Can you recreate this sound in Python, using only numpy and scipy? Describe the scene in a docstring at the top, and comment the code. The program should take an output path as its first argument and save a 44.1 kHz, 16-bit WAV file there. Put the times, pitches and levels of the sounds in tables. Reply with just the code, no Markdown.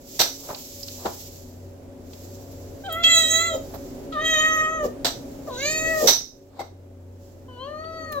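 """First a low appliance rumble, with a rustle and a hard knock of dishes on the counter above.
The rumble and a motor hum are noise and a wavering tone; knocks, ticks and rustles are bursts of noise.
From 2.8 s a young cat meows four times on a wooden kitchen floor, a metre from two microphone ports.
Each meow is a stack of sine overtones, made louder or softer by a moving mouth and throat.
Short croaks are puffs of low noise, and a small hard room adds a tail to all the near sounds."""
import sys
import numpy as np
from scipy import signal
from scipy.fft import rfft, irfft
from scipy.io import wavfile
from scipy.ndimage import uniform_filter1d

SR = 44100
rng = np.random.default_rng(int(sys.argv[2]) if len(sys.argv) > 2 else 0)


def output_pcm(signal):
    """Save a mono or channel-first signal as 16-bit PCM at the path in sys.argv[1].

    Samples are clipped to [-1, 1] before scaling.
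    """
    pcm = np.clip(np.atleast_2d(signal).T, -1, 1) * 32767
    wavfile.write(sys.argv[1], SR, np.round(pcm).astype(np.int16))


N = 361619  # length in samples, 8.2 s


def undb(db):
    """Turn decibels into a factor for the wave."""
    return 10 ** (np.asarray(db) / 20)


def unit(x):
    """Scale a sound to an average (rms) level of 1."""
    return x / np.sqrt(np.mean(x ** 2))


def walk(rate, size):
    """Random wandering: values held for 1 / rate seconds, then smoothed twice; spread near 1."""
    hold = int(SR / rate)
    steps = np.repeat(rng.standard_normal(size // hold + 1), hold)
    smooth = uniform_filter1d(uniform_filter1d(steps, hold), hold)
    return 1.3 * smooth[:size]


def shape(x, gain):
    """Filter a sound by a gain that depends on frequency."""
    size = x.shape[-1]
    hz = np.arange(1, size // 2 + 2) * SR / size  # starts above zero so that its logarithm exists
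    return irfft(rfft(x) * gain(hz), size)


def curve(points):
    """Make a gain curve through (Hz, dB) points."""
    hz, db = np.transpose(points)
    return lambda f: undb(np.interp(np.log(f), np.log(hz), db))


def hump(f, hz, width_hz):
    """Gain of a resonance applied twice: 1 at its centre, a half at each edge of its width."""
    return 1 / (1 + ((f - hz) / (width_hz / 2)) ** 2)


def stereo_noise(size, alike_hz):
    """Noise that both ports share in the bass and not in the treble."""
    mid, side = rng.standard_normal((2, size))
    side = shape(side, lambda f: np.clip(f / alike_hz, .25, 1))
    return np.array([mid + side, mid - side])


def band(size, hz, width_hz):
    """Noise in one resonance, at an rms level of 1."""
    return unit(shape(stereo_noise(size, 1500), lambda f: hump(f, hz, width_hz)))


def pan(db):
    """Left and right gains that differ by this many dB."""
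    return undb(np.array([[db], [-db]]) / 2)


def add(out, x, s):
    """Mix a sound in, starting at s seconds."""
    i = int(s * SR)
    out[:, i:i + x.shape[1]] += x[:, :N - i]


def spells(rows, rise_db_per_s):
    """Summed gain of sounds that each swell, hold and fade."""
    t = np.arange(N) / SR
    total = 0
    for s, hold, db, fade in rows:
        swell_db = rise_db_per_s * np.maximum(s - t, 0)
        fade_db = fade * np.maximum(t - s - hold, 0)
        total = total + undb(db - swell_db - fade_db)
    return total


# Tone colour of the rumble. Each row: frequency in Hz, relative strength in dB per Hz.
RUMBLE_COLOUR = [(20, -6.5), (93, -9.5), (120, -9.5), (216, -14.5), (270, -9), (574, -14), (1150, -32.5),
                 (5230, -46.5), (16000, -51.5)]
# Loudness of the rumble over time. Each row: time in seconds, level in dB.
RUMBLE_LEVEL = [(0, -47.5), (.85, -48), (1.25, -46.5), (1.55, -46.5), (3., -41.5), (4.1, -39), (5.5, -40),
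                (5.93, -36), (6.3, -53), (7.3, -49.5), (8.2, -42.5)]
# Narrow resonances in the rumble. Each row: frequency in Hz, width in Hz, dB relative to the rumble.
CABINET_RESONANCES = [(247, 3.9, -7.5), (273.8, 7.8, -6), (380.6, 13.94, -9.5), (561.4, 10, -7)]


def appliance_rumble():
    """Low noise whose octaves flicker one by one, with narrow cabinet resonances on top."""
    level_db = np.interp(np.arange(N) / SR, *np.transpose(RUMBLE_LEVEL))
    noise = shape(stereo_noise(N, 970), curve(RUMBLE_COLOUR))
    rumble = 0
    for low in 20 * 2 ** np.arange(10):
        octave = shape(noise, lambda f: (f >= low) & (f < 2 * low))
        rumble = rumble + undb(0.28 * walk(7.4, N)) * octave
    cabinet = sum(undb(db) * band(N, hz, width_hz) for hz, width_hz, db in CABINET_RESONANCES)
    return undb(level_db) * (unit(rumble) + cabinet)


# Times when the motor tone stands out.
# Each row: full level from this second, hold in seconds, level in dB, fade in dB per second.
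MOTOR_TIMES = [(.85, 1.64, -43.5, 20), (2.75, 1.08, -41.5, 185), (5.45, 0.21, -46, 53), (6.7, 1.4, -44, 48)]
MOTOR_HZ, MOTOR_RISE_DB_PER_S = 91.2, 60


def motor_hum():
    """A low sine tone whose pitch and loudness both waver."""
    hz = MOTOR_HZ * (1 + .02 * walk(7.2, N))
    tone = np.sin(2 * np.pi * np.cumsum(hz) / SR) * undb(2.0 * walk(7.6, N))
    return spells(MOTOR_TIMES, MOTOR_RISE_DB_PER_S) * tone


# Tone colour of rustling. Each row: frequency in Hz, relative strength in dB per Hz.
RUSTLE_COLOUR = [(1000, -41), (2090, -14), (5300, -1), (7570, -1.5), (9210, -28), (11200, -4), (16000, -5)]


def airy_noise(size):
    """Noise with the tone colour of rustling, rms 1."""
    return unit(shape(stereo_noise(size, 1100), curve(RUSTLE_COLOUR)))


# Times of the rustles.
# Each row: full level from this second, hold in seconds, level in dB, fade in dB per second.
RUSTLE_TIMES = [(.12, 1.096, -41, 46), (2.14, 0.026, -49.5, 11.5), (3.63, 0.27, -53, 51.5),
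                (5.1, 0.79, -55.5, 43), (5.94, 0.06, -45.5, 95.5), (6.04, 0.027, -28, 198.5),
                (7.26, 0.019, -61, 78.5)]
RUSTLE_RISE_DB_PER_S, HISS_DB = 150, -73


def rustling():
    """Fine grainy treble noise: a faint steady hiss with louder spells."""
    grain = undb(0.41 * walk(16, N) + 1.1 * walk(70, N))
    return (undb(HISS_DB) + spells(RUSTLE_TIMES, RUSTLE_RISE_DB_PER_S)) * airy_noise(N) * grain


# Small dry ticks. Each row: start in seconds, level in dB, centre in Hz, width in Hz.
TICK_TIMES = [(0.545, -29, 4050, 2560), (0.829, -24, 5180, 900), (0.881, -28, 4630, 2480),
              (2.132, -39, 4060, 3000), (2.924, -21.5, 12900, 5920), (3.035, -17.5, 3820, 3420),
              (7.841, -45, 3430, 910), (8.12, -29, 12600, 6960), (8.124, -36, 3430, 3980)]


def tick(db, hz, width_hz):
    """Noise in one resonance: it rises in 3 ms and falls by 60 dB every 44 ms."""
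    t = np.arange(int(.05 * SR)) / SR
    return undb(db - 60 * t / 0.044) * np.minimum(t / .003, 1) * band(len(t), hz, width_hz)


# Tone colour of the hard contact. Each row: frequency in Hz, relative strength in dB per Hz.
CRACK_COLOUR = [(700, -46), (1300, -6), (2740, -8.5), (3900, 3), (4600, 1.5), (6000, -10), (8400, -2.5),
                (9300, -35)]
# Ringing tones of a dish. Each row: frequency in Hz, relative level in dB, time to fall 60 dB in seconds.
DISH_MODES = [(800, -22.5, 0.11), (2107, -11.5, 0.17), (3834, -7.5, 0.32), (4420, -9.5, 0.3),
              (5240, -8, 0.37), (5886, 2, 0.32)]
# Knocks of dishes. Each row: landing time in seconds, overall level in dB; body, treble and ring in dB
# relative to that level; time for the contact to fall 60 dB in seconds; left minus right in dB.
KNOCK_TIMES = [(0.1915, -16.5, -8, -6.5, -4.5, 0.14, -0.5), (0.483, -49, 18.5, -12, -19, 0.16, 0),
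               (1.049, -40.5, 14, -19, 0, 0.076, 1), (3.736, -53.5, 15.5, 7, -22, 0.035, -5),
               (5.046, -19, -7.5, -12, -12.5, 0.11, 0.5), (6.0716, -16, -7.5, -3.5, 3.5, 0.15, -2.5),
               (6.591, -43, 9.5, -10, 16.5, 0.061, 0.5)]
LEAD_S = .1  # sound made ready before the landing
RATTLE_S, SCUFF_S, SCUFF_DB = 0.024, 0.046, -15


def knock(db, body_db, treble_db, ring_db, t60):
    """A short rattle of contacts dies away; the counter thuds under it and the dish rings on."""
    t = np.arange(-LEAD_S, .6, 1 / SR)
    before, t = np.maximum(-t, 0), np.maximum(t, 0)
    # a dull blow is a soft contact: it pushes longer and leaves the high modes still
    rise_s = .001 + .0004 * undb(body_db)
    dull = 1.82 * max(body_db, 0)  # dB lost per octave above 2000 Hz
    decay_db = -60 * np.maximum(t - RATTLE_S, 0) / max(t60, .02)
    fade = (1 - np.exp(-t / rise_s)) * undb(decay_db)
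    # a dull blow slides in before it lands
    scuff = (body_db > 0) * (t < RATTLE_S) * undb(SCUFF_DB) * np.exp(-before / SCUFF_S)
    fade = np.maximum(fade, scuff)
    crack = unit(shape(stereo_noise(len(t), 1500), curve(CRACK_COLOUR)))
    body = undb(body_db) * band(len(t), 668, 740)
    treble = undb(treble_db) * band(len(t), 13170, 4100)
    uneven = undb(2 * walk(250, len(t)))
    contact = (crack + body + treble) * fade * uneven
    ring = 0
    for hz, mode_db, t60_s in DISH_MODES:
        mode_level = undb(mode_db - dull * np.log2(hz / 2000) - 60 * t / t60_s)
        # narrow noise stands for a cluster of close partials that beat roughly
        ring = ring + mode_level * band(len(t), hz, .07 * hz)
    return undb(db) * (contact + undb(ring_db) * ring * np.minimum(t / .004, 1))


# The throat closes with a short low croak.
# Each row: time of the loudest point in seconds, level in dB, centre in Hz, length in seconds.
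CROAK_TIMES = [(3.557, -27, 536, 0.029), (4.854, -23, 467, 0.021), (5.487, -32, 616, 0.02),
               (6.048, -19, 518, 0.032)]
PUFF_DB = -15.5  # air that escapes with a croak, relative to it


def croak(db, hz, length_s):
    """A smooth puff of noise in one low resonance, with a little air on top."""
    t = np.arange(-3 * length_s, 3 * length_s, 1 / SR)
    puff = band(len(t), hz, 218.5) + undb(PUFF_DB) * airy_noise(len(t))
    return undb(db) * np.exp(-(t / length_s) ** 2) * puff


def share(f, hz, width_hz):
    """Shares of the overtones f in a steep resonance; their power sums to 1."""
    gain = hump(f, hz, width_hz) ** 1.73
    return gain / np.sqrt(np.sum(gain ** 2, axis=0))


# One list for each meow. Each row: time in seconds, pitch in Hz, level through the mouth in dB,
# mouth resonance in Hz, throat resonance level in dB, lowest tone (fundamental) level in dB.
MEOW_PATHS = [
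    [(2.835, 790, -43, 1540, -54, -44), (2.868, 788, -46, 1570, -32, -33.5),
     (2.883, 774, -35, 1500, -49, -28), (2.897, 650, -34, 1300, -32.5, -35),
     (2.945, 648.4, -36.5, 1540, -32, -39.5), (2.97, 667, -27.5, 1550, -48.5, -40),
     (3.025, 685.5, -33, 1650, -40.5, -36.5), (3.045, 662.6, -25.5, 2280, -14.5, -40.5),
     (3.1, 671.7, -20.5, 1960, -17, -44), (3.18, 655.2, -23, 1810, -14, -33),
     (3.26, 641, -30.5, 1732, -23.5, -42), (3.36, 652, -26, 1657, -20.5, -34),
     (3.47, 678, -26, 1620, -32.5, -40), (3.55, 624, -38, 1254, -41, -26)],
    [(4.12, 660, -37.5, 1400, -33, -52), (4.17, 600.6, -25, 1310, -40.5, -31.5),
     (4.238, 635.3, -28, 1740, -36, -35.5), (4.255, 640.7, -27.5, 1790, -24.5, -35),
     (4.3, 645, -22.5, 1780, -23, -34.5), (4.38, 620, -20, 1660, -27.5, -31),
     (4.5, 634.6, -20.5, 1660, -37, -36.5), (4.62, 625, -22, 1540, -44.5, -36.5),
     (4.77, 641.6, -31, 1550, -56, -38), (4.85, 576, -31.5, 1253, -59, -24.5)],
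    [(5.47, 639, -41, 1300, -68, -36), (5.51, 508.4, -37.5, 1070, -42, -35),
     (5.56, 483.6, -44, 1100, -35.5, -39), (5.61, 542.6, -33, 1980, -33.5, -36),
     (5.66, 589, -27, 2180, -30, -29.5), (5.72, 626.3, -28.5, 2130, -33.5, -37),
     (5.92, 643.7, -24.5, 1880, -51, -29.5), (6.03, 610.4, -32, 1510, -65, -23.5)],
    [(7.48, 513, -50, 1190, -55, -52), (7.57, 491.6, -51, 1210, -51.5, -51),
     (7.635, 528, -37.5, 1080, -42.5, -40), (7.69, 589.6, -42.5, 1390, -50.5, -39),
     (7.88, 650.3, -38.5, 1500, -54, -41), (8.0, 639.3, -39, 1569, -45.5, -43),
     (8.09, 628, -38, 1590, -52, -47), (8.185, 550, -31, 1180, -48, -28.5)],
]
# Throat setting of each meow. Each row: left minus right in dB, first throat resonance in Hz, later
# throat resonance in Hz, share of the call at which the later one takes over, throat width in Hz,
# upper resonance in Hz, upper resonance over the throat in dB, hoarseness from 0 to 1.
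THROAT_SETTINGS = [(0.17, 3270, 3800, 0.42, 950, 7070, -1.5, .45),
                   (0.5, 3440, 3250, 0.37, 980, 6600, 4.5, .8), (2.1, 4000, 4283, 0.28, 1500, 6840, 9, .7),
                   (5, 3100, 4300, 0.26, 550, 6150, -10.5, .3)]
MOUTH_WIDTH = 0.57  # as a share of the mouth resonance
UPPER_WIDTH_HZ = 1700
UPPER_RISE_DB, UPPER_RISE_SHARE = 20.5, 0.61  # the upper resonance wakes over the first part of a call
UPPER_FOLLOWS = 0.32  # power by which the upper resonance follows the pitch
SHEEN_HZ, SHEEN_WIDTH_HZ, SHEEN_DB = 14250, 7800, -16.5  # highest resonance, dB relative to the upper one
THROAT_SAG = .45  # octaves the throat falls for each octave the mouth closes
NARROWING = 1.1  # power by which the throat width shrinks as the mouth closes
THROAT_OVERLAP = 0.097  # least share of the fainter throat resonance
SHIFT_SHARE = 0.053  # softness of the throat change, as a share of the call
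VALLEY_HZ, VALLEY_WIDTH_HZ = 5370, 700  # a side pocket of the throat swallows overtones here
HOARSE_S, ATTACK_S, RELEASE_S = 0.067, 0.0073, 0.016


def meow(rows, early_hz, late_hz, shift, width_hz, upper_hz, lift_db, rough):
    """Vocal fold overtones through a moving mouth and throat; hoarse at the start and in pitch slides."""
    s, *columns = np.transpose(rows)
    t = np.arange(s[0], s[-1] + 0.018, 1 / SR)
    size = len(t)
    paths = [uniform_filter1d(np.interp(t, s, c), size=350) for c in columns]
    hz, mouth_db, mouth_hz, throat_db, first_db = paths
    progress = np.linspace(0, 1, size)

    # the mouth and throat move together
    middle_hz = np.median(mouth_hz)
    closing = progress * np.log2(middle_hz / mouth_hz)
    width_hz = width_hz * np.minimum(mouth_hz / middle_hz, 1) ** NARROWING
    takeover = 1 / (1 + np.exp((shift - progress) / SHIFT_SHARE))
    late = THROAT_OVERLAP + (1 - 2 * THROAT_OVERLAP) * takeover
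    sag = 2 ** (-THROAT_SAG * np.maximum(closing, 0))
    upper_db = throat_db + lift_db - UPPER_RISE_DB * np.maximum(1 - progress / UPPER_RISE_SHARE, 0)

    # hoarseness makes the pitch unsteady and weakens the upper overtones
    slide = uniform_filter1d(np.abs(np.gradient(np.log(hz))) * SR, size=1300) / 1.2
    start = rough * np.exp(-(t - t[0]) / HOARSE_S)
    hoarse = np.clip(rough * slide + start, 0, 1)
    waver = .003 * walk(45, size) + .011 * hoarse ** 2 * walk(200, size)
    phase = 2 * np.pi * np.cumsum(hz * (1 + waver)) / SR
    clear = 1 - .9 * np.maximum(start, hoarse ** 2 * (1 - progress) ** 4)

    # loudness of overtones 2 to 24
    f = np.arange(2, 25)[:, None] * hz
    mouth = share(f, mouth_hz, MOUTH_WIDTH * mouth_hz)
    throat = (1 - late) * share(f, early_hz * sag, width_hz) + late * share(f, late_hz * sag, width_hz)
    upper = share(f, upper_hz * (hz / np.median(hz)) ** UPPER_FOLLOWS, UPPER_WIDTH_HZ)
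    upper = upper + undb(SHEEN_DB) * share(f, SHEEN_HZ, SHEEN_WIDTH_HZ)
    gains = undb(mouth_db) * mouth + clear * (undb(throat_db) * throat + undb(upper_db) * upper)
    gains = gains * (1 - .7 * hump(f, VALLEY_HZ, VALLEY_WIDTH_HZ))

    voice = 0
    for k, gain in enumerate([undb(first_db), *gains], start=1):
        # floor and cupboard echoes: each tone swells and fades on its own, differently at the two ports
        each_port = np.array([walk(18, size) for _ in range(2)])
        swell_db = (.5 + min(k, 8) / 4) * each_port
        swell_db = swell_db + (1 + min(k, 10) / 4) * walk(60, size)
        swell_db = swell_db + min(k, 10) / 4 * (.6 + hoarse) * walk(220, size)
        apart = min(k / 2, 1) * (np.pi / 4 + walk(6, size) / 4) * np.array([[1], [-1]])
        wave = np.sin(k * phase + apart + rng.uniform(0, 2 * np.pi))
        voice = voice + np.sqrt(2) * gain * undb(swell_db) * wave

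    # breath leaks out when the voice is hoarse or the throat opens
    breath = undb(throat_db) * band(size, 3600, 1600)
    breath += undb(upper_db) * (band(size, upper_hz, 2200) + .4 * band(size, SHEEN_HZ, SHEEN_WIDTH_HZ))
    opening = uniform_filter1d(np.maximum(np.gradient(throat_db) * SR, 0), size=3500) / 500
    leak_db = -32 + 17 * np.minimum(hoarse + opening, 1) + 10 * start
    edge = np.clip(np.minimum((t - t[0]) / ATTACK_S, (t[-1] - t) / RELEASE_S), 0, 1)
    return edge * (voice + undb(leak_db) * breath)


ROOM_T60_S, ROOM_DB = .25, -10  # time to fall 60 dB; tail relative to the direct sound


def room(x):
    """Small hard room: a dense fading tail, eased in over 38 ms and different at each port."""
    t = np.arange(int(.5 * SR)) / SR
    tail = rng.standard_normal((2, len(t))) * undb(-60 * t / ROOM_T60_S) * np.minimum(t / 0.038, 1)
    tail *= undb(ROOM_DB) / np.sqrt(np.sum(tail ** 2, axis=1, keepdims=True))
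    return x + signal.fftconvolve(x, tail, axes=1)[:, :N]


NOTCH_HZ, NOTCH_WIDTH_HZ = 9450, 3130


def scene():
    """Put the near sounds in the room, then add the kitchen background."""
    background = appliance_rumble() + motor_hum() + rustling()
    near = np.zeros((2, N))
    for s, *touch in TICK_TIMES:
        add(near, tick(*touch), s)
    for s, *blow, pan_db in KNOCK_TIMES:
        add(near, pan(pan_db) * knock(*blow), s - LEAD_S)
    for s, db, hz, length_s in CROAK_TIMES:
        add(near, croak(db, hz, length_s), s - 3 * length_s)
    for rows, (pan_db, *posture) in zip(MEOW_PATHS, THROAT_SETTINGS):
        add(near, pan(pan_db) * meow(rows, *posture), rows[0][0])
    # the microphones hear the near sounds weakly in one band
    near = shape(room(near), lambda f: 1 - 0.78 * hump(f, NOTCH_HZ, NOTCH_WIDTH_HZ))
    return near + background


# Tone of the two ports. Each row: frequency in Hz, gain of the left and loss of the right in dB.
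PORT_TONE = [(800, 0.2), (4000, -1.5), (8000, -5), (12500, 3)]
TOP_HZ = 15900


def record(dry):
    """The left port favours the top, the right the low treble; peaks are rounded and the top is cut."""
    left = shape(dry[0], curve(PORT_TONE))
    right = shape(dry[1], lambda f: 1 / curve(PORT_TONE)(f))
    rounded = .88 * np.tanh(np.array([left, right]) / .88)
    top_cut = signal.ellip(10, .2, 75, TOP_HZ, fs=SR, output="sos")
    return signal.sosfilt(top_cut, rounded)


dry = scene()
out = record(dry)
output_pcm(out)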